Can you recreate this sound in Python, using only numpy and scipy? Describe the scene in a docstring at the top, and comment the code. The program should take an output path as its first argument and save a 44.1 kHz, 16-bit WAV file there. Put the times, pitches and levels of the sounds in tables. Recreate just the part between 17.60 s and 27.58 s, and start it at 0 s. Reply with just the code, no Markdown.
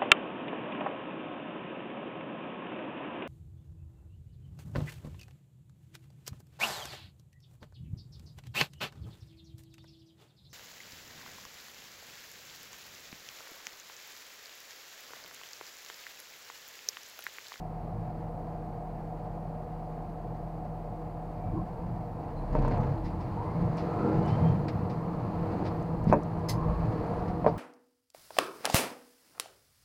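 """Inside the cab of a six-cylinder diesel truck. The engine idles, lugs and shudders as the clutch bites,
then pulls away on three pushes of the pedal, the turbo whistling up behind each. Periodic combustion
forces the floor and panels into vibration, and the cab's resonances shape it into boom, drone and
clatter. Gears whine, loose trim rattles, the gear lever knocks home and an air valve spits a short jet."""
import sys
import numpy as np
from scipy import signal
from scipy.fft import rfft, irfft, next_fast_len
from scipy.io import wavfile
from scipy.ndimage import uniform_filter1d, map_coordinates

SR = 44100
rng = np.random.default_rng(int(sys.argv[2]) if len(sys.argv) > 2 else 0)


def unload_wav(signal):
    """Save mono or channel-first audio to the path in sys.argv[1] as 16-bit WAV at rate SR, clipped to [-1, 1]."""
    wavfile.write(
        sys.argv[1],
        SR,
        np.round(np.clip(np.atleast_2d(signal).T, -1, 1) * 32767).astype(np.int16),
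    )


N = 440118
TIME = np.arange(N) / SR


def from_db(db):
    """Amplitude grows tenfold for every 20 dB."""
    return 10 ** (np.asarray(db) / 20)

def unit_rms(x):
    """Normalisation to a mean power of 1."""
    return x / np.sqrt(np.mean(x ** 2) + 1e-20)

def drift(rate):
    """Random modulation: rms 1, with `rate` new values a second."""
    knots = rng.standard_normal(12000)
    return unit_rms(np.interp(TIME * rate, np.arange(len(knots)), knots))

def tone(cycles):
    """Harmonic motion: a sine of rms 1 with a random starting phase."""
    return np.sqrt(2) * np.sin(2 * np.pi * (cycles + rng.random()))

def ring(x, hz, t60):
    """A damped resonator: a unit impulse starts a sine that falls 60 dB in t60 seconds."""
    r, w = from_db(-60 / (t60 * SR)), 2 * np.pi * hz / SR
    return signal.lfilter([0, np.sin(w)], [1, -2 * r * np.cos(w), r * r], x + 1e-18)

def lowpass(x, hz, order):
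    """Butterworth filtering: 6 dB per octave per order above the corner."""
    return signal.sosfilt(signal.butter(order, hz, fs=SR, output="sos"), x)

def coloured(x, spectrum, resonances=()):
    """Source and filter: a curve of (Hz, dB) plus peaks of (Hz, width in Hz, dB) shapes x; rms 1."""
    size = next_fast_len(N)
    hz = np.arange(size // 2 + 1) * SR / size + 1e-3
    curve_hz, curve_db = np.transpose(spectrum)
    db = np.interp(np.log(hz), np.log(curve_hz), curve_db)
    db -= 24 * np.maximum(np.log2(curve_hz[0] / hz), 0)
    db -= 9 * np.maximum(np.log2(hz / curve_hz[-1]), 0)
    for centre, width, lift_db in resonances:
        db += lift_db / (1 + (2 * (hz - centre) / width) ** 2)
    return unit_rms(irfft(rfft(x, size) * from_db(db), size)[:N])

def noise(spectrum, resonances=()):
    """Filtered white noise takes on the spectrum of its filter; rms 1."""
    return coloured(rng.standard_normal(N), spectrum, resonances)

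def held(start, end, attack, release):
    """A trapezoidal envelope, 0-1, that rises from `start` and falls from `end`; all in seconds."""
    return np.clip(np.minimum((TIME - start) / attack, 1 - (TIME - end) / release), 0, 1)

def bursts(rows):
    """Transient envelopes: a linear rise, then exponential decay."""
    out, t = np.zeros(N + SR), TIME[:SR // 3]
    for start, db, rise, decay in rows:
        envelope = np.minimum(t / rise, 1) * np.exp(-np.maximum(t - rise, 0) / decay)
        out[round(start * SR):][:len(t)] += from_db(db) * envelope
    return out[:N]

IDLE_RATE = 40.03  # firings per second
# Engine speed. Each row: time in seconds, firings per second.
ENGINE_SPEED = [(3.7, IDLE_RATE), (4.22, 43.9), (5.2, 31.4), (5.45, 40.3), (6.0, 56.6), (6.5, 72.5),
                (6.93, 81.7), (7.12, 68.6), (7.5, 57.5), (7.75, 63), (8.05, 67), (8.3, 55.5), (8.7, 55),
                (9.2, 53.2), (9.65, 64.4), (9.98, 61)]
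def firing_rate():
    """The forcing frequency in Hz: three firings to each turn of the crankshaft."""
    return np.interp(TIME, *np.transpose(ENGINE_SPEED))

def clutch():
    """Friction coupling, 0-1: the clutch takes up the drive."""
    return np.interp(TIME, (3.64, 5.42), (0, 1))

def lug():
    """Overload, 0-1: the engine labours as the clutch bites."""
    return held(4.885, 5.21, attack=0.078, release=0.2)

# Pushes on the pedal. Each row: start in seconds, release in seconds, added share of full depth.
PUSHES = [(5.825, 6.81, 0.77), (7.453, 8.018, 0.56), (8.714, 9.574, 0.66)]
def pedal():
    """Throttle by superposition: a step to a light resting depth, plus the pushes."""
    resting = 0.33 * (TIME > 4.6)
    return resting + sum(depth * held(start, end, 0.63, 0.22) for start, end, depth in PUSHES)

def effort_db(law):
    """Level follows load. A law lists, in dB: base, gain in gear, at full pedal, per octave, in the lug."""
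    base_db, gear_db, pedal_db, octave_db, lug_db = law
    octaves = np.log2(firing_rate() / IDLE_RATE)
    return base_db + gear_db * clutch() + pedal_db * pedal() + octave_db * octaves + lug_db * lug()

def critical_db(hz, half_width_hz, lift_db):
    """Resonance: the level swells with the pedal as the firing rate crosses a critical speed."""
    return lift_db * pedal() * np.exp(-((firing_rate() - hz) / half_width_hz) ** 2)

# Load laws of the shudder and the boom, in dB, ordered as in effort_db.
SHUDDER_LAW = (-40.5, -4.5, 4, -7.5, 2.5)
BOOM_LAW = (-42.5, 6.5, -1.5, 6, 6.5)
# Jolts of the cab. Each row: centre and half-length in seconds, shudder lift and boom lift in dB.
JOLTS = [(0.548, 0.21, 0, 4), (3.94, 0.12, 4, 10), (4.282, .1, 4, 6.5), (4.994, 0.19, 15, 5),
         (5.302, 0.054, -4, 7.5), (5.457, 0.14, 12, 0.5), (6.048, 0.065, 10, 8.5), (6.583, 0.028, 6, 8),
         (6.924, 0.088, 4, 2.5), (8.41, 0.1, 10.5, 2), (9.106, 0.19, 15, 5.5), (9.72, 0.18, 9, 0.5)]
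def floor_levels():
    """Forced vibration: shudder and boom, in dB, follow the load and the cab's rocking on its mounts."""
    shudder_db = effort_db(SHUDDER_LAW)
    boom_db = effort_db(BOOM_LAW) + critical_db(hz=84.7, half_width_hz=7.5, lift_db=13.4)
    for centre, half_length, shudder_lift_db, boom_lift_db in JOLTS:
        swell = np.exp(-((TIME - centre) / half_length) ** 2)
        shudder_db += shudder_lift_db * swell
        boom_db += boom_lift_db * swell
    return shudder_db, boom_db

def panel_resonance_db():
    """The panels resonate at a critical speed of their own."""
    return critical_db(hz=71.4, half_width_hz=3.04, lift_db=7.3)

def combustion(firings, repeat, throb_db, uneven_db):
    """Cyclic excitation: a six-firing pattern (power share `repeat`) and turbulence pulse each stroke."""
    pattern = rng.standard_normal(2048)
    cycle = map_coordinates(pattern, [firings / 6 % 1 * len(pattern)], order=1, mode="grid-wrap")
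    shake = np.sqrt(repeat) * unit_rms(cycle) + np.sqrt(1 - repeat) * rng.standard_normal(N)
    strength_db = uneven_db * rng.standard_normal(1000)[firings.astype(int)]
    return shake * from_db(strength_db - throb_db * (firings % 1 - .5))

# Resonances of the cab. Each row: frequency in Hz, width in Hz, lift in dB.
CAB_MODES = [(112.2, 5.4, 6.5), (165, 21.3, 17), (321.7, 17, 10.5), (477.7, 53, 10.5), (612.5, 57, 8),
             (709, 40, 7), (1046, 230, 10.5), (4370, 500, 3.5), (4840, 180, 4.5)]
# Responses of four paths into the cab. Each row: frequency in Hz, relative gain in dB.
BOOM_PATH = [(30, -6), (55, -20), (85, -3), (130, -3.5), (190, -7.5), (260, -17), (500, -45)]
DRONE_PATH = [(120, -52), (200, 3), (260, -4.5), (380, -7), (520, -7.5), (680, -32.5), (1400, -62)]
CLATTER_PATH = [(350, -29), (560, -3), (850, 2.5), (1080, -11), (1300, -8), (1600, -18.5), (2200, -26.5),
                (5000, -47)]
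HISS_PATH = [(1000, -25.5), (1600, 6.5), (2000, 3), (2600, -2), (3400, -11.5), (4500, -10), (5700, -17.5),
             (7300, -19.5), (9000, -30)]
# Load laws of the upper three paths, in dB, ordered as in effort_db.
DRONE_LAW = (-47.5, -0.5, 5.5, 6, 10.5)
CLATTER_LAW = (-49.5, 3.5, 4.5, 5, 6.5)
HISS_LAW = (-67.5, 3, 6, 3, 6.5)
def engine_in_cab(firings, in_gear):
    """Transmission: floor, panels and firewall filter the combustion, which throbs harder in the lug."""
    boom_db, lugging = floor_levels()[1], lug()
    boom = combustion(firings, repeat=0.028, throb_db=-1, uneven_db=1 + 1.6 * in_gear)
    drone = combustion(firings, repeat=0.13, throb_db=0.5, uneven_db=1.05)
    clatter = combustion(firings, repeat=0.16, throb_db=0.3 + 7.1 * lugging, uneven_db=0.54 + lugging)
    hiss = combustion(firings, repeat=0.056, throb_db=2 + 5.9 * lugging, uneven_db=1 + lugging)
    boom = from_db(boom_db - 2 - 2.16 * in_gear) * coloured(boom, BOOM_PATH, CAB_MODES[:1])
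    drone = from_db(effort_db(DRONE_LAW) + panel_resonance_db()) * coloured(drone, DRONE_PATH, CAB_MODES)
    clatter = from_db(effort_db(CLATTER_LAW)) * coloured(clatter, CLATTER_PATH, CAB_MODES)
    hiss = from_db(effort_db(HISS_LAW)) * coloured(hiss, HISS_PATH, CAB_MODES)
    return boom + drone + clatter + lowpass(hiss, hz=8200, order=4)

# Exhaust partials at idle and in gear. Each row: multiple of the firing rate, relative level in dB.
IDLE_ORDERS = [(3, -58), (4, -43)]
DRIVE_ORDERS = [(1.5, -2.1), (2, 0), (2.3, -9), (16 / 6, -5.5), (3, -2.5), (4, -.5)]
def exhaust_hum(firings, in_gear):
    """Modal excitation: the firing rate shakes the cab; its multiples swell as they cross air modes."""
    shudder_db, boom_db = floor_levels()
    idle = sum(from_db(db + .5 * drift(8)) * tone(k * firings) for k, db in IDLE_ORDERS)
    orders = sum(from_db(db + 3.7 * drift(22)) * tone(k * firings) for k, db in DRIVE_ORDERS)
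    hum = coloured(orders, BOOM_PATH, CAB_MODES)
    hum /= np.sqrt(uniform_filter1d(hum ** 2, size=8000) + 0.029)  # evens out the overall level
    rumble = noise([(26, 13.5), (45, 13), (70, 13), (140, -48.5)])
    shudder = tone(firings) + (.2 + .55 * in_gear * (1 - lug())) * rumble
    exhaust = (1 - in_gear) * idle + in_gear * from_db(boom_db - 2.5) * hum
    return exhaust + from_db(shudder_db - 4.5) * shudder

# Cylinders in firing order. Each row: relative level in dB, delay as a share of the firing interval.
CYLINDERS = [(-3.5, 0.12), (-1.5, 0.055), (0.2, 0.1113), (-7, 0.046), (-0.5, 0.025), (-1.5, 0.1135)]
# Modes of the engine block. Each row: frequency in Hz, relative level in dB, t60 in seconds.
BLOCK_MODES = [(471, -10.5, .07), (613, -8.5, 0.087), (689, -1.5, 0.06), (738.3, -0.3, 0.095)]
# Spectrum of the turbulent wash. Each row: frequency in Hz, relative level in dB.
WASH_SPECTRUM = [(450, -43.5), (590, 0), (650, -10), (690, -1.5), (740, 3), (785, -13), (1000, -24),
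                 (1500, -49)]
def diesel_knock(firings, in_gear):
    """Impulse response: each ignition rings the block over a wash of turbulence, softer under load."""
    strokes = np.arange(1, int(firings[-1]) - 1)
    db, delay = np.array(CYLINDERS)[strokes % len(CYLINDERS)].T
    timing_scatter, level_scatter = rng.standard_normal((len(strokes), 2)).T
    onsets = np.searchsorted(firings, strokes + delay + 0.0074 * timing_scatter)
    ignitions = np.zeros(N)
    ignitions[np.minimum(onsets, N - 1)] = from_db(db + 0.5 * level_scatter)
    block = sum((-1) ** k * from_db(mode_db) * ring(ignitions, hz, t60)
                for k, (hz, mode_db, t60) in enumerate(BLOCK_MODES))
    wash = coloured(combustion(firings, repeat=.1, throb_db=4, uneven_db=1), WASH_SPECTRUM)
    return from_db(-9 * in_gear) * (from_db(-45.5) * unit_rms(block) + from_db(-51) * wash)

def growl(firings, in_gear):
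    """Swept resonance: under load, crankshaft orders 13 to 27 swell as they cross the panel modes."""
    orders = sum(tone(k * firings / 3) * from_db(3 * drift(20)) for k in range(13, 28))
    panels = coloured(orders, [(290, 11), (500, 0.5), (600, -20.5)], CAB_MODES)
    return in_gear * from_db(effort_db(DRONE_LAW) + panel_resonance_db() + 0.56) * panels

# Mesh tones of the timing gears. Each row: multiple of the firing rate, base level in dB.
GEAR_ORDERS = [(46 / 6, -61), (72 / 6, -58), (110 / 6, -52), (124 / 6, -56)]
def gear_whine(firings, in_gear):
    """Tooth meshing gives clean tones at idle; under load, backlash roughens their phase."""
    rate, whine = firing_rate(), 0
    load_db = -2.5 * in_gear + 1.6 * panel_resonance_db()
    for k, db in GEAR_ORDERS:
        backlash = .36 * in_gear * drift(90)
        waver_db = (1.2 + 2.3 * in_gear) * drift(11)
        firewall = 1 / np.hypot(1, (k * rate / 1200) ** 7)  # shuts out pitches above 1200 Hz
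        whine += from_db(db + load_db + waver_db) * firewall * tone(k * firings + backlash)
    return whine

# Spooling of the turbo. Each row: time in seconds, compressor blade-passing frequency in Hz.
TURBO_SPEED = [(5.0, 6200), (5.85, 8700), (6.7, 14800), (6.88, 15200), (7.22, 12900), (7.66, 11600),
               (8.08, 14100), (8.72, 10500), (9.65, 15200), (9.98, 12900)]
def turbo(in_gear):
    """Blade-passing tones: 14 compressor and 9 turbine blades whistle, louder the faster they spin."""
    blade_hz = np.interp(TIME, *np.transpose(TURBO_SPEED))
    blade_hz = uniform_filter1d(blade_hz, size=SR // 6)  # rotor inertia
    shaft_turns = np.cumsum(blade_hz * (1 + .009 * drift(1000))) / SR / 14
    compressor, turbine = (tone(blades * shaft_turns) * drift(600) * from_db(2 * drift(14))
                           for blades in (14, 9))  # fast modulation makes each tone breathy
    spin = blade_hz / blade_hz.max()
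    return in_gear * (from_db(-85) * spin * compressor + from_db(-84.5) * spin ** 3 * turbine)

# Blows on the gear lever and cab. Each row: start in seconds, level in dB, most excited pitch in Hz.
BLOWS = [(4.952, -17.5, 860), (5.049, -22, 943), (5.079, -24, 900), (5.113, -26, 850), (5.173, -25, 865),
         (5.324, -35, 160), (8.470, -11, 150), (8.498, -11, 149.5), (8.516, -23, 900), (8.526, -7, 1042),
         (8.532, -10.5, 483), (8.563, -18, 395.2), (9.845, -18.5, 674), (9.864, -7.5, 680),
         (9.88, -17.5, 560)]
# Modes of the lever and its mounting. Each row: frequency in Hz, relative level in dB, t60 in seconds.
LEVER_MODES = [(169.4, 16.5, 0.079), (210, 9.5, 0.12), (293, 0.5, 0.16), (363, -4, 0.18), (433, 4, 0.084),
               (592, -1, 0.08), (625, 3.5, 0.053), (732, 10, 0.025), (905, 5.5, 0.043), (1002, -9, 0.06),
               (1200, -12, 0.028), (1600, -21, 0.036), (1800, -20, 0.043), (1970, -22, 0.023),
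               (2590, -2, 0.018)]
def lever_knocks():
    """Impact excitation: a brief scrunch of contact rings the lever's modes, most near one pitch."""
    out, t = np.zeros(N + SR), TIME[:SR // 3]
    for start, db, centre_hz in BLOWS:
        contact = from_db(-28) * rng.standard_normal(len(t)) * np.exp(-t / 0.018)
        contact[0] += 1
        blow = 0
        for k, (hz, mode_db, t60) in enumerate(LEVER_MODES):
            polarity, octaves_off = (-1) ** (k // 5), abs(np.log2(hz / centre_hz))
            blow += polarity * from_db(mode_db - 9.3 * octaves_off) * ring(contact, hz, t60)
        blow = lowpass(blow, hz=2600, order=2)
        blow /= np.sqrt(np.sum(blow ** 2) / (0.0018 * SR))  # the energy of 1.8 ms at rms 1
        out[round(start * SR):][:len(t)] += from_db(db) * blow
    return out[:N]

def panel_rattles(peak_clicks_per_s=260):
    """Random impacts: loose panels chatter with a thin metallic ring, densest in mid-lug."""
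    density = lug() * np.exp(-((TIME - 5.11) / 0.14) ** 2)
    hits = rng.random(N) < peak_clicks_per_s * density / SR
    clicks = hits * from_db(2.5 * np.minimum(rng.exponential(1, N), 2))
    envelope = signal.lfilter([1], [1, -np.exp(-1 / (0.003 * SR))], clicks + 1e-18)  # 3 ms decay
    spectrum = [(230, 17), (700, -9), (1050, -4), (1300, -13), (1600, 0), (2900, -15), (3400, -24),
                (7000, -34)]
    metal = noise(spectrum, resonances=[(4370, 400, 16)])
    return lowpass(from_db(-48) * envelope * metal, hz=5000, order=4)

# Short whines and squeaks. Each row: centre and half-length in seconds, pitch in Hz, glide in Hz per
# second, level in dB.
SHORT_TONES = [(3.857, 0.083, 2330, -400, -70), (3.98, .05, 321, 0, -37.5), (3.992, 0.036, 1062, 0, -44.5),
               (4.785, .022, 4120, 0, -69), (5.851, 0.11, 989, 904, -44), (5.93, .11, 2130, 1300, -62.5),
               (6.4, 0.13, 1344, 197, -50), (6.71, .075, 3050, 1200, -60), (6.866, .055, 3170, 201, -62.5),
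               (9.021, 0.16, 1062, 272, -43)]
def whines_and_squeaks(rasp_cycles=0.14, flutter_depth=0.48):
    """Modulated tones: gears whine upward, the intake rings briefly, a mount groans and trim squeaks."""
    out = 0
    for centre, half_length, hz, glide, db in SHORT_TONES:
        t = TIME - centre
        swell = np.exp(-(t / half_length) ** 2)
        voice = tone(hz * t + glide * t ** 2 / 2 + rasp_cycles * drift(200))
        out += from_db(db) * swell * voice * (1 + flutter_depth * drift(100))
    return out

# Clicks of loose trim. Each row: start in seconds, relative level in dB.
TICKS = [(4.9313, -56), (4.9526, -53), (5.024, -58), (5.0814, -48), (5.1802, -53), (5.2136, -57),
         (6.1714, -46.5), (6.6603, -49), (8.2262, -53), (8.4425, -50), (8.531, -43), (8.6328, -44.5),
         (8.7943, -56)]
# Scuffs of seat and linkage. Each row: start in seconds, level in dB, rise and decay in seconds.
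SCUFFS = [(5.435, -54, .025, .025), (5.6, -57, .01, .023), (6.175, -48.5, 0.0048, 0.034),
          (6.67, -52, 0.013, 0.042), (7.082, -42, 0.0019, 0.012), (7.296, -52, 0.0053, 0.023),
          (8.04, -49, 0.027, 0.02), (8.465, -50.5, 0.037, 0.017), (9.678, -53, 0.0039, 0.014),
          (9.86, -53.5, 0.017, 0.027)]
# Spectra of both. Each row: frequency in Hz, relative level in dB.
TICK_SPECTRUM = [(3000, -36), (5300, -10), (6300, -5), (8000, -14), (11000, -18.5), (15000, -37)]
SCUFF_SPECTRUM = [(900, -10), (2000, 4), (3200, -8.5), (4900, -2.5), (6500, -19), (8000, -24.5),
                  (15000, -41)]
def trim():
    """Contact noise: loose fittings click and scuff as the cab rocks."""
    ticks = bursts([(start, db - 6.5, .0004, .0018) for start, db in TICKS]) * noise(TICK_SPECTRUM)
    return ticks + bursts(SCUFFS) * noise(SCUFF_SPECTRUM)

# Venting of the valve. Each row: start in seconds, level in dB, rise and decay in seconds.
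VENTS = [(8.884, -33.5, 0.012, 0.018)]
# Spectrum of its jet. Each row: frequency in Hz, relative level in dB.
JET_SPECTRUM = [(1060, -31), (1800, -6), (2010, -2), (2190, -12), (3510, -9), (4010, -2.5), (5030, 1.5),
                (5550, -10), (6470, -9), (9360, -15), (10100, -9), (15500, -18)]
def air_valve():
    """Jet noise: the gearbox valve vents a puff that whistles at the resonances of its port."""
    port_modes = [(2010, 62, 7.8), (5160, 160, 7.2), (6290, 92, 17)]
    return bursts(VENTS) * noise(JET_SPECTRUM, port_modes)

# Spectrum of the intake. Each row: frequency in Hz, relative level in dB.
INTAKE_SPECTRUM = [(3800, -12), (4250, 1.5), (4600, -10.5), (5400, -23), (11000, -16), (13000, -39)]
def intake():
    """Flow noise: drawn air hisses once the engine takes load, growing with the pedal."""
    flow = np.clip((TIME - 4.75) / 0.026, 0, 1) * (.5 + .5 * pedal())
    return from_db(-73.5) * flow * noise(INTAKE_SPECTRUM)

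# Spectrum of the background. Each row: frequency in Hz, relative level in dB.
BACKGROUND_SPECTRUM = [(2000, 3), (5000, 0.5), (9000, 1), (15500, 0.5)]
def background_hiss():
    """The noise floor: a faint, steady, high hiss."""
    return from_db(-75.5) * noise(BACKGROUND_SPECTRUM)

def scene():
    """Superposition: all sources add at the dashboard, in one channel."""
    firings = np.cumsum(firing_rate()) / SR + .15  # engine phase, counted in firings
    in_gear = clutch()
    engine = exhaust_hum(firings, in_gear) + diesel_knock(firings, in_gear)
    engine += engine_in_cab(firings, in_gear) + growl(firings, in_gear) + gear_whine(firings, in_gear)
    air = turbo(in_gear) + intake() + background_hiss()
    transients = lever_knocks() + panel_rattles() + whines_and_squeaks() + trim() + air_valve()
    return (engine + air + transients)[None]

def record(dry):
    """Band limiting: a steep elliptic low-pass cuts the treble above 15.6 kHz."""
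    return signal.sosfilt(signal.ellip(10, .2, 80, 15600, fs=SR, output="sos"), dry)

dry = scene()
out = record(dry)
unload_wav(out)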